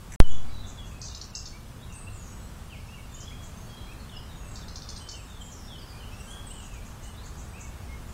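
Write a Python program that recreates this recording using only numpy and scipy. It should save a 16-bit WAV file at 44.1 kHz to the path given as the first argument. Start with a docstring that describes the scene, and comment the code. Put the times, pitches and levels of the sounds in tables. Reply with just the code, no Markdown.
"""Dawn chorus in a wood, taken by a small outdoor camera over filtered-noise road rumble and microphone hiss.
A scrap of night air with one leaf rustle, a noise burst, ends in a short mute; then the microphone circuit
switches on with an overloading pop of decaying voltages. Birds whistle gliding near-sine notes and nearer
ones tick in very fast pitch sweeps, while the trunks scatter every call through noise tails. A faint patchy
shimmer of short random glides, heard only as echo, lies beneath."""
import sys
import numpy as np
from scipy import signal
from scipy.fft import rfft, irfft, next_fast_len
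from scipy.io import wavfile
from scipy.ndimage import uniform_filter1d

SR = 44100
rng = np.random.default_rng(int(sys.argv[2]) if len(sys.argv) > 2 else 0)


def to_wav(s):
    """Save 16-bit WAV."""
    ch = np.atleast_2d(s).T  # columns
    pcm = np.round(np.clip(ch, -1, 1) * 32767)  # PCM
    wavfile.write(sys.argv[1], SR, pcm.astype(np.int16))


def voltage_ratio(decibels):
    """Convert decibels (scalar or array-like) to amplitude ratios, 20 dB per decade."""
    exponent = np.asarray(decibels, float) / 20
    return 10 ** exponent


N = 358533
T = np.arange(N) / SR  # seconds


def unit(x):
    """Scale to rms 1."""
    return x / np.sqrt(np.mean(x ** 2))


def walk(rate):
    """Random levels held 1 / rate s and slewed twice; spread near 1."""
    hold = int(SR / rate)
    steps = np.repeat(rng.standard_normal(N // hold + 1), hold)
    return 1.663 * uniform_filter1d(uniform_filter1d(steps, hold), hold)[:N]


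def coloured(points):
    """Noise of rms 1 shaped by a (Hz, dB) spectrum, interpolated over log frequency."""
    hz, db = np.transpose(points)
    size = next_fast_len(N)
    bins = np.arange(size // 2 + 1) * SR / size + 1e-9
    gain = voltage_ratio(np.interp(np.log(bins), np.log(hz), db))
    return unit(irfft(rfft(rng.standard_normal(size)) * gain, size)[:N])


def trunks(x, t60_s, build_s, uneven_db):
    """Scatter off many trunks: a tail of unit energy, uneven from echo to echo, that builds up and dies away."""
    t = np.arange(int(SR * t60_s)) / SR
    uneven = np.repeat(rng.standard_normal(SR // 20), 20)
    echoes = rng.standard_normal(SR) * voltage_ratio(uneven_db * uneven)
    tail = echoes[:len(t)] * (1 - np.exp(-t / build_s)) * np.exp(-np.log(1000) * t / t60_s)
    return signal.fftconvolve(x, tail / np.sqrt(np.sum(tail ** 2)))[:N]


def add(out, start_s, hz, gain):
    """Mix in a sine that follows a pitch track."""
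    i = int(start_s * SR)
    tone = gain * np.sin(2 * np.pi * np.cumsum(hz) / SR)
    out[i:i + len(tone)] += tone[:N - i]


# Spectrum of the microphone's own hiss. Each row: frequency in Hz, relative density in dB.
HISS_SPECTRUM = [(710, -10.5), (1200, -13), (1280, -69.5), (1380, -43), (2480, -7.5), (2710, -3.5),
                 (4430, -7.5), (8150, -7), (15500, -14)]
HISS_DB = -54.5


def hiss():
    """Microphone hiss: coloured noise with a nearly steady level."""
    return coloured(HISS_SPECTRUM) * voltage_ratio(HISS_DB + .5 * walk(2.6))


# Spectrum of the distant road at the microphone. Each row: frequency in Hz, relative density in dB.
ROAD_SPECTRUM = [(8.8, -38), (15, -4), (54, -2.5), (112, -7), (145, -12.5), (188, -14), (242, -15.5),
                 (288, -22.5), (635, -26), (1180, -25.5), (2500, -36), (3250, -72), (5500, -120)]
# Slow swell of the road. Each row: time in seconds, bass gain in dB, tyre-band gain in dB.
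ROAD_SWELL = [(0, -1.5, -1.5), (.2, 1, -0.6), (1.6, 0, -1), (3, 1, 0), (5.2, 0, 1.5), (6.8, -0.5, 0.55),
              (8.13, .5, 1)]
ROAD_DB, ROAD_SPLIT_HZ = -41.5, 220  # level before the swell; border of bass and tyre band


def road_rumble():
    """Distant road: coloured noise whose bass and tyre band swell slowly and separately."""
    s, bass_db, tyre_db = np.transpose(ROAD_SWELL)
    road = coloured(ROAD_SPECTRUM) * voltage_ratio(ROAD_DB + 0.56 * walk(2.994))
    bass = signal.sosfiltfilt(signal.butter(2, ROAD_SPLIT_HZ, fs=SR, output="sos"), road)
    tyres = road - bass
    return bass * voltage_ratio(np.interp(T, s, bass_db)) + tyres * voltage_ratio(np.interp(T, s, tyre_db))


# Bands of the leaf rustle. Each row: centre in Hz, width in Hz, rms level at the burst's peak in dB.
RUSTLE_BANDS = [(1945, 590, -45), (6200, 850, -45), (7650, 1040, -44.5), (10100, 2500, -50)]
RUSTLE_S, RUSTLE_FADE_S = 0.14, 0.0127  # time of the peak; time constant on either side


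def rustle():
    """One brief crackle of dry leaves: band-passed noise of fast uneven level."""
    half = SR // 2
    noise = rng.standard_normal(half) * voltage_ratio(4.2 * walk(600)[:half])
    bands = np.zeros(half)
    for hz, width, db in RUSTLE_BANDS:
        band = signal.butter(2, [hz - width / 2, hz + width / 2], "band", fs=SR, output="sos")
        bands += voltage_ratio(db) * unit(signal.sosfilt(band, noise))
    burst = bands * np.exp(-np.abs(T[:half] - RUSTLE_S) / RUSTLE_FADE_S)
    return np.pad(burst, (0, N - half))


def sing(notes, edge=0.04, waver=0.006, warble=.014, rasp=0.021, flutter_db=6):
    """Near-sine notes on bent pitch lines; high voices warble fast, far ones rasp and flutter.

    Returns the direct sound and the sound thrown at the trunks."""
    direct, thrown = np.zeros(N), np.zeros(N)
    slow, fast, gusts = walk(120), walk(500), walk(90)
    for start, length, first_hz, mid_hz, last_hz, db, far in notes:
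        far = np.clip(far, 0, 1)
        u = np.linspace(0, 1, int(length * SR))
        # a parabola through the three pitches
        hz = 2 * first_hz * (u - .5) * (u - 1) - 4 * mid_hz * u * (u - 1) + 2 * last_hz * u * (u - .5)
        span = (int(start * SR) + np.arange(len(u))) % N
        small_bird = mid_hz > 4400
        hz = hz * (1 + waver * slow[span] + (warble if small_bird else rasp * far) * fast[span])
        size = np.sqrt(2) * voltage_ratio(db) * np.clip(np.minimum(u, 1 - u) / edge, 0, 1)
        # distance moves energy from the straight path, which moving air makes unsteady, to the echo
        add(direct, start, hz, size * np.sqrt(1 - far) * voltage_ratio(flutter_db * far * gusts[span]))
        add(thrown, start, hz, size * np.sqrt(far))
    return direct, thrown


SHIMMER_GLIDES_PER_S = 50


def faint_shimmer():
    """Faint patchy shimmer: short random glides heard only as echo."""
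    chance = rng.random((int(SHIMMER_GLIDES_PER_S * N / SR), 5)).T
    start_s = .2 + (T[-1] - .4) * chance[0]
    hz = 2200 + 6800 * chance[1]
    length_s = 0.025 + .05 * chance[2]
    glide = 1 + 0.1697 * (chance[3] - .5)
    db = -73 + 5 * chance[4]
    notes = np.transpose([start_s, length_s, hz / glide, hz, hz * glide, db, np.ones_like(hz)])
    return trunks(sing(notes)[1], 0.23, 0.013, 2.1)


# Whistled notes from the birds one can follow.
# Each row: start in seconds, length in seconds, start pitch in Hz, end pitch in Hz, level in dB.
WHISTLED_NOTES = [(0.212, .03, 3120, 3100, -56.5), (.24, 0.051, 2965, 2973, -49.5),
                  (.27, .042, 7040, 6800, -51), (0.288, 0.08, 3290, 3410, -52.5),
                  (0.313, 0.027, 6520, 5730, -54.5), (.47, .05, 4690, 4570, -59),
                  (0.488, .015, 2310, 2300, -55.5), (0.491, .165, 4010, 3860, -56.5),
                  (.62, .092, 3510, 3535, -56), (0.773, .085, 3390, 3300, -53.5),
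                  (.81, 0.049, 3020, 2660, -57.5), (.91, .11, 2590, 2480, -59),
                  (0.992, 0.069, 8160, 7340, -55), (1.082, 0.032, 3700, 3870, -49),
                  (1.115, .017, 2710, 2870, -54.5), (1.334, 0.051, 2736, 2750, -55),
                  (1.53, .05, 2230, 2360, -55.5), (1.79, .055, 3240, 3940, -55.5),
                  (1.899, 0.028, 2794, 2660, -48), (2.067, 0.022, 2656, 2786, -49),
                  (2.1, 0.15, 7420, 6720, -58.5), (2.112, .07, 8330, 8100, -58),
                  (2.189, .096, 6950, 5630, -56), (2.2, .135, 6720, 6690, -61),
                  (2.29, .14, 7930, 7820, -57.5), (2.698, .066, 3260, 2100, -49.5),
                  (2.885, .067, 2600, 2866, -50.5), (2.977, .04, 2290, 2160, -56.5),
                  (3.092, .058, 3600, 3560, -58), (3.096, 0.12, 7330, 7130, -56.5),
                  (3.137, .029, 6750, 6830, -52), (3.152, .094, 2970, 3197, -56.5),
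                  (3.216, 0.028, 5170, 4950, -55), (3.245, 0.14, 3363, 3300, -53.5),
                  (3.31, .027, 2060, 2590, -52.5), (3.572, 0.041, 6270, 6440, -57),
                  (3.662, 0.028, 4510, 4400, -58), (3.681, 0.18, 3270, 3290, -56.5),
                  (3.77, 0.051, 3980, 4130, -58), (3.867, .063, 2250, 2710, -52.5),
                  (3.978, 0.07, 4400, 4240, -59.5), (4.095, 0.053, 3630, 2750, -50),
                  (4.131, .075, 5400, 4840, -57), (4.153, 0.05, 2716, 3150, -52),
                  (4.292, 0.053, 3800, 3590, -57.5), (4.4, .066, 2720, 2620, -59),
                  (4.35, .061, 6830, 6460, -57), (4.446, .106, 8300, 7150, -55),
                  (4.46, .09, 6450, 6780, -60), (4.583, .057, 3980, 3540, -59),
                  (4.828, .114, 3630, 3410, -56), (4.876, .039, 8580, 8700, -58),
                  (4.97, .081, 8560, 7870, -56), (4.997, .17, 3063, 3070, -54.5),
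                  (5.142, 0.071, 2890, 2540, -55.5), (5.15, .07, 8110, 7500, -56.5),
                  (5.273, .106, 3710, 3460, -56.5), (5.39, 0.037, 3270, 3140, -50),
                  (5.396, 0.07, 7820, 7260, -54), (5.418, 0.069, 7030, 6850, -57),
                  (5.496, .047, 7380, 5400, -50.5), (5.554, 0.11, 5430, 5470, -56.5),
                  (5.59, .08, 4960, 5000, -64), (5.677, 0.097, 3680, 2920, -49),
                  (5.78, .044, 5230, 4400, -53), (5.871, .039, 5220, 4390, -51.5),
                  (5.917, .08, 2430, 2430, -60), (5.997, .049, 3180, 2760, -53),
                  (6.037, 0.061, 3040, 3040, -60), (6.111, 0.105, 2590, 2830, -54),
                  (6.107, 0.17, 5510, 6090, -60.5), (6.157, 0.041, 8200, 8680, -59),
                  (6.197, 0.035, 8270, 7650, -52.5), (6.25, 0.21, 1580, 1600, -58.5),
                  (6.27, 0.0503, 3006, 3200, -51), (6.309, .114, 3274, 3290, -52),
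                  (6.454, .066, 8320, 7740, -52.5), (6.501, .075, 2850, 3250, -53.5),
                  (6.5, .078, 8360, 8280, -51.5), (6.532, .049, 7080, 7270, -54),
                  (6.56, .088, 3000, 2690, -54), (6.702, .092, 2700, 2290, -55),
                  (6.734, 0.036, 3140, 2870, -60), (7.024, .06, 8590, 8200, -58),
                  (7.029, 0.068, 2840, 3010, -56.5), (7.138, .13, 3350, 4710, -58.5),
                  (7.476, .065, 8330, 7800, -55.5), (7.534, .056, 2340, 2760, -51),
                  (7.562, .027, 2950, 2400, -61), (7.598, 0.073, 2280, 2205, -58),
                  (7.888, 0.064, 2160, 2170, -54.5), (8.07, .056, 6600, 8200, -61)]
# Thin high hooks that dive and spring back. Each row: start in seconds, middle pitch in Hz, level in dB.
HIGH_HOOKS = [(1.935, 8160, -45.5), (6.275, 8720, -51)]
HOOK_S, HOOK_DIVE, HOOK_RETURN = .04, 1.13, 1.07  # length; start and end pitch over the middle one
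# Deep voices sing close by, small high ones from the canopy.
# Each row: pitch in Hz, share of the energy that reaches the microphone as echo from 0 to 1.
PITCH_DISTANCE = [(1600, .05), (2300, 0.32), (2800, 0.53), (4000, 0.64), (5000, 0.75), (8000, 0.78)]
GLIDE_MIDWAY = .52  # share of a glide done at half length


def whistles():
    """The birds near enough to follow; glides share one bend, and pitch tells the distance."""
    notes = []
    for start, length, first_hz, last_hz, db in WHISTLED_NOTES:
        mid_hz = first_hz + GLIDE_MIDWAY * (last_hz - first_hz)
        notes.append((start, length, first_hz, mid_hz, last_hz, db))
    for start, hz, db in HIGH_HOOKS:
        notes.append((start, HOOK_S, HOOK_DIVE * hz, hz, HOOK_RETURN * hz, db))
    hz, share = np.transpose(PITCH_DISTANCE)
    direct, thrown = sing([(*note, np.interp(note[3], hz, share)) for note in notes])
    return direct + trunks(thrown, 0.62, 0.0063, 4.2)


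# Echo levels in the four tables below are before the lift of ECHO_LIFT_DB; ticks begin 1 ms before their time.
# A farther, higher bird's ticks. Each row: time in seconds, direct level in dB, echo level in dB.
FAR_BIRD_TICKS = [(.665, -56, -49.5), (0.856, -51, -56), (1.925, -45.5, -59), (3.424, -57, -52),
                  (5.3, -47.5, -66), (6.305, -48, -56), (6.627, -47.5, -53), (6.739, -47, -58.5),
                  (6.844, -70, -54.5), (7.016, -57, -53), (7.245, -51.5, -54), (7.373, -52, -52),
                  (7.597, -52, -48.5)]
FAR_TICK_LOW_HZ, FAR_TICK_HIGH_HZ = 5610, 8790
# Falling chips, ticks in reverse.
# Each row: time in seconds, start pitch in Hz, end pitch in Hz, direct level in dB, echo level in dB.
FALLING_CHIPS = [(3.204, 7300, 4750, -43, -51.5)]
# The near bird's ticks. Each row: time in seconds, direct level in dB, echo level in dB.
NEAR_BIRD_TICKS = [(1.0164, -34, -41), (1.0852, -38, -52.5), (1.1487, -34, -47), (1.2145, -33, -47.5),
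                   (1.352, -28, -40.5), (1.4564, -38, -47), (4.5571, -39.5, -49), (4.6832, -41, -51),
                   (4.758, -33.5, -47.5), (4.821, -39, -52), (4.8892, -35.5, -46), (4.963, -39.5, -49),
                   (5.089, -35.5, -44)]
# The near bird's sweep rises with effort. Each row: echo level in dB, bottom in Hz, top in Hz.
EFFORT_RANGE = [(-53, 3400, 6900), (-46.5, 3540, 8040), (-39.5, 4240, 8400)]


def tick_rows():
    """All ticks as (s, start Hz, end Hz, direct dB, echo dB); effort sets the near bird's pitches."""
    effort_db, low_hz, high_hz = np.transpose(EFFORT_RANGE)
    near = [(s, np.interp(echo, effort_db, low_hz), np.interp(echo, effort_db, high_hz), direct, echo)
            for s, direct, echo in NEAR_BIRD_TICKS]
    far = [(s, FAR_TICK_LOW_HZ, FAR_TICK_HIGH_HZ, direct, echo) for s, direct, echo in FAR_BIRD_TICKS]
    return near + FALLING_CHIPS + far


TICK_S, GROUND_S = 0.00765, 0.0012545  # tick length; usual delay of the ground path
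NEAR_BUILD_S, FAR_BUILD_S = 0.0019, .012  # echo build-up of near and far ticks
CLEAR_DB, ECHO_LIFT_DB = 8, 15  # direct over echo level at which a tick counts as near; lift of every echo


def ticks(bend=1.5, ground=.5, turn=.2):
    """Each tick sweeps fast and slows near its end; its echo, new with each turn of the head, is a bright puff."""
    out = np.zeros(N + SR)
    u = np.linspace(0, 1, int(TICK_S * SR))
    for start, first_hz, last_hz, direct_db, echo_db in tick_rows():
        sweep = np.zeros(len(u))
        hz = last_hz - (last_hz - first_hz) * (1 - u) ** bend
        add(sweep, 0, hz, np.sin(np.pi * u ** 0.42) ** 1.42)
        near = min(voltage_ratio(direct_db - echo_db - CLEAR_DB), 1)
        build_s = NEAR_BUILD_S if near == 1 else FAR_BUILD_S
        heard = voltage_ratio(echo_db + ECHO_LIFT_DB) * trunks(sweep, 0.39, build_s, 3.8)
        heard[:len(u)] += voltage_ratio(direct_db) * sweep
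        # a second path off the ground combs the puff into bands, less so from far off
        delay = int(GROUND_S * SR * (1 + turn * rng.standard_normal()))
        heard = heard + ground * near * np.roll(heard, delay)
        i = int((start - .001) * SR)
        out[i:i + len(heard)] += heard
    return out[:N]


def scene():
    """Birds, shimmer, leaves, road and hiss at one microphone."""
    return (whistles() + faint_shimmer() + ticks() + rustle() + road_rumble() + hiss())[None]


MUTE_S, ON_S = .161, .20243  # the mute begins; the microphone circuit switches on


def thin_treble(x, start_hz=1800, full_hz=9000, under_db=3.5, busy=.25, left_db=-20, after_pop_db=1.8,
                recover_s=.8):
    """The treble flickers: its faintest bins are turned down, more while birds are loud and after the pop."""
    hz, s, bins = signal.stft(x, SR, nperseg=2048)
    power = np.abs(bins) ** 2 + 1e-18
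    local = np.exp(uniform_filter1d(np.log(power), size=40, axis=0))
    # a limit on the local level keeps loud calls whole
    local = np.minimum(local, 2 * np.median(local, axis=1, keepdims=True))
    birds_db = 10 * np.log10(uniform_filter1d(power[hz > start_hz].mean(axis=0), size=5))
    busy_db = busy * (birds_db - np.median(birds_db))
    pop_db = after_pop_db * np.exp(-(s - ON_S) / recover_s) * (s > ON_S)
    low_relief_db = 5 * np.clip((full_hz - hz) / (full_hz - start_hz), 0, 1)[:, None]
    reach_db = under_db + busy_db + pop_db - low_relief_db
    faint = (power < local * voltage_ratio(2 * np.minimum(reach_db, 6))) & (hz > start_hz)[:, None]
    return signal.istft(np.where(faint, voltage_ratio(left_db), 1) * bins, SR, nperseg=2048)[1][:N]


# Switch-on voltages of coupling stages that settle against each other.
# Each row: size relative to full scale, time constant in seconds.
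POP_STAGES = [(3.165, .031), (-1.39, .0891), (-.622, .00836)]


def switch_on_pop():
    """Voltage steps of both signs at switch-on, each decaying exponentially."""
    since_on = np.maximum(T - ON_S, 0)
    return sum(size * np.exp(-since_on / tau) for size, tau in POP_STAGES) * (T >= ON_S)


def roll_off(x):
    """The treble ends steeply here."""
    return signal.sosfilt(signal.butter(12, 16870, fs=SR, output="sos"), x)


TOP_HZ = 15900


def record(dry):
    """Muted for a moment, then the switch-on pop rides under the sound and clips at full scale; the top is cut."""
    unmuted = (T < MUTE_S) | (T >= ON_S)
    live = thin_treble(dry[0])[None] * unmuted
    live = np.clip(live + switch_on_pop(), -1, 1)
    live = signal.sosfiltfilt(signal.cheby2(16, 25, TOP_HZ, fs=SR, output="sos"), live)
    finished = np.clip(live, -1, 1)
    return roll_off(finished)


dry = scene()
out = record(dry)
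to_wav(out)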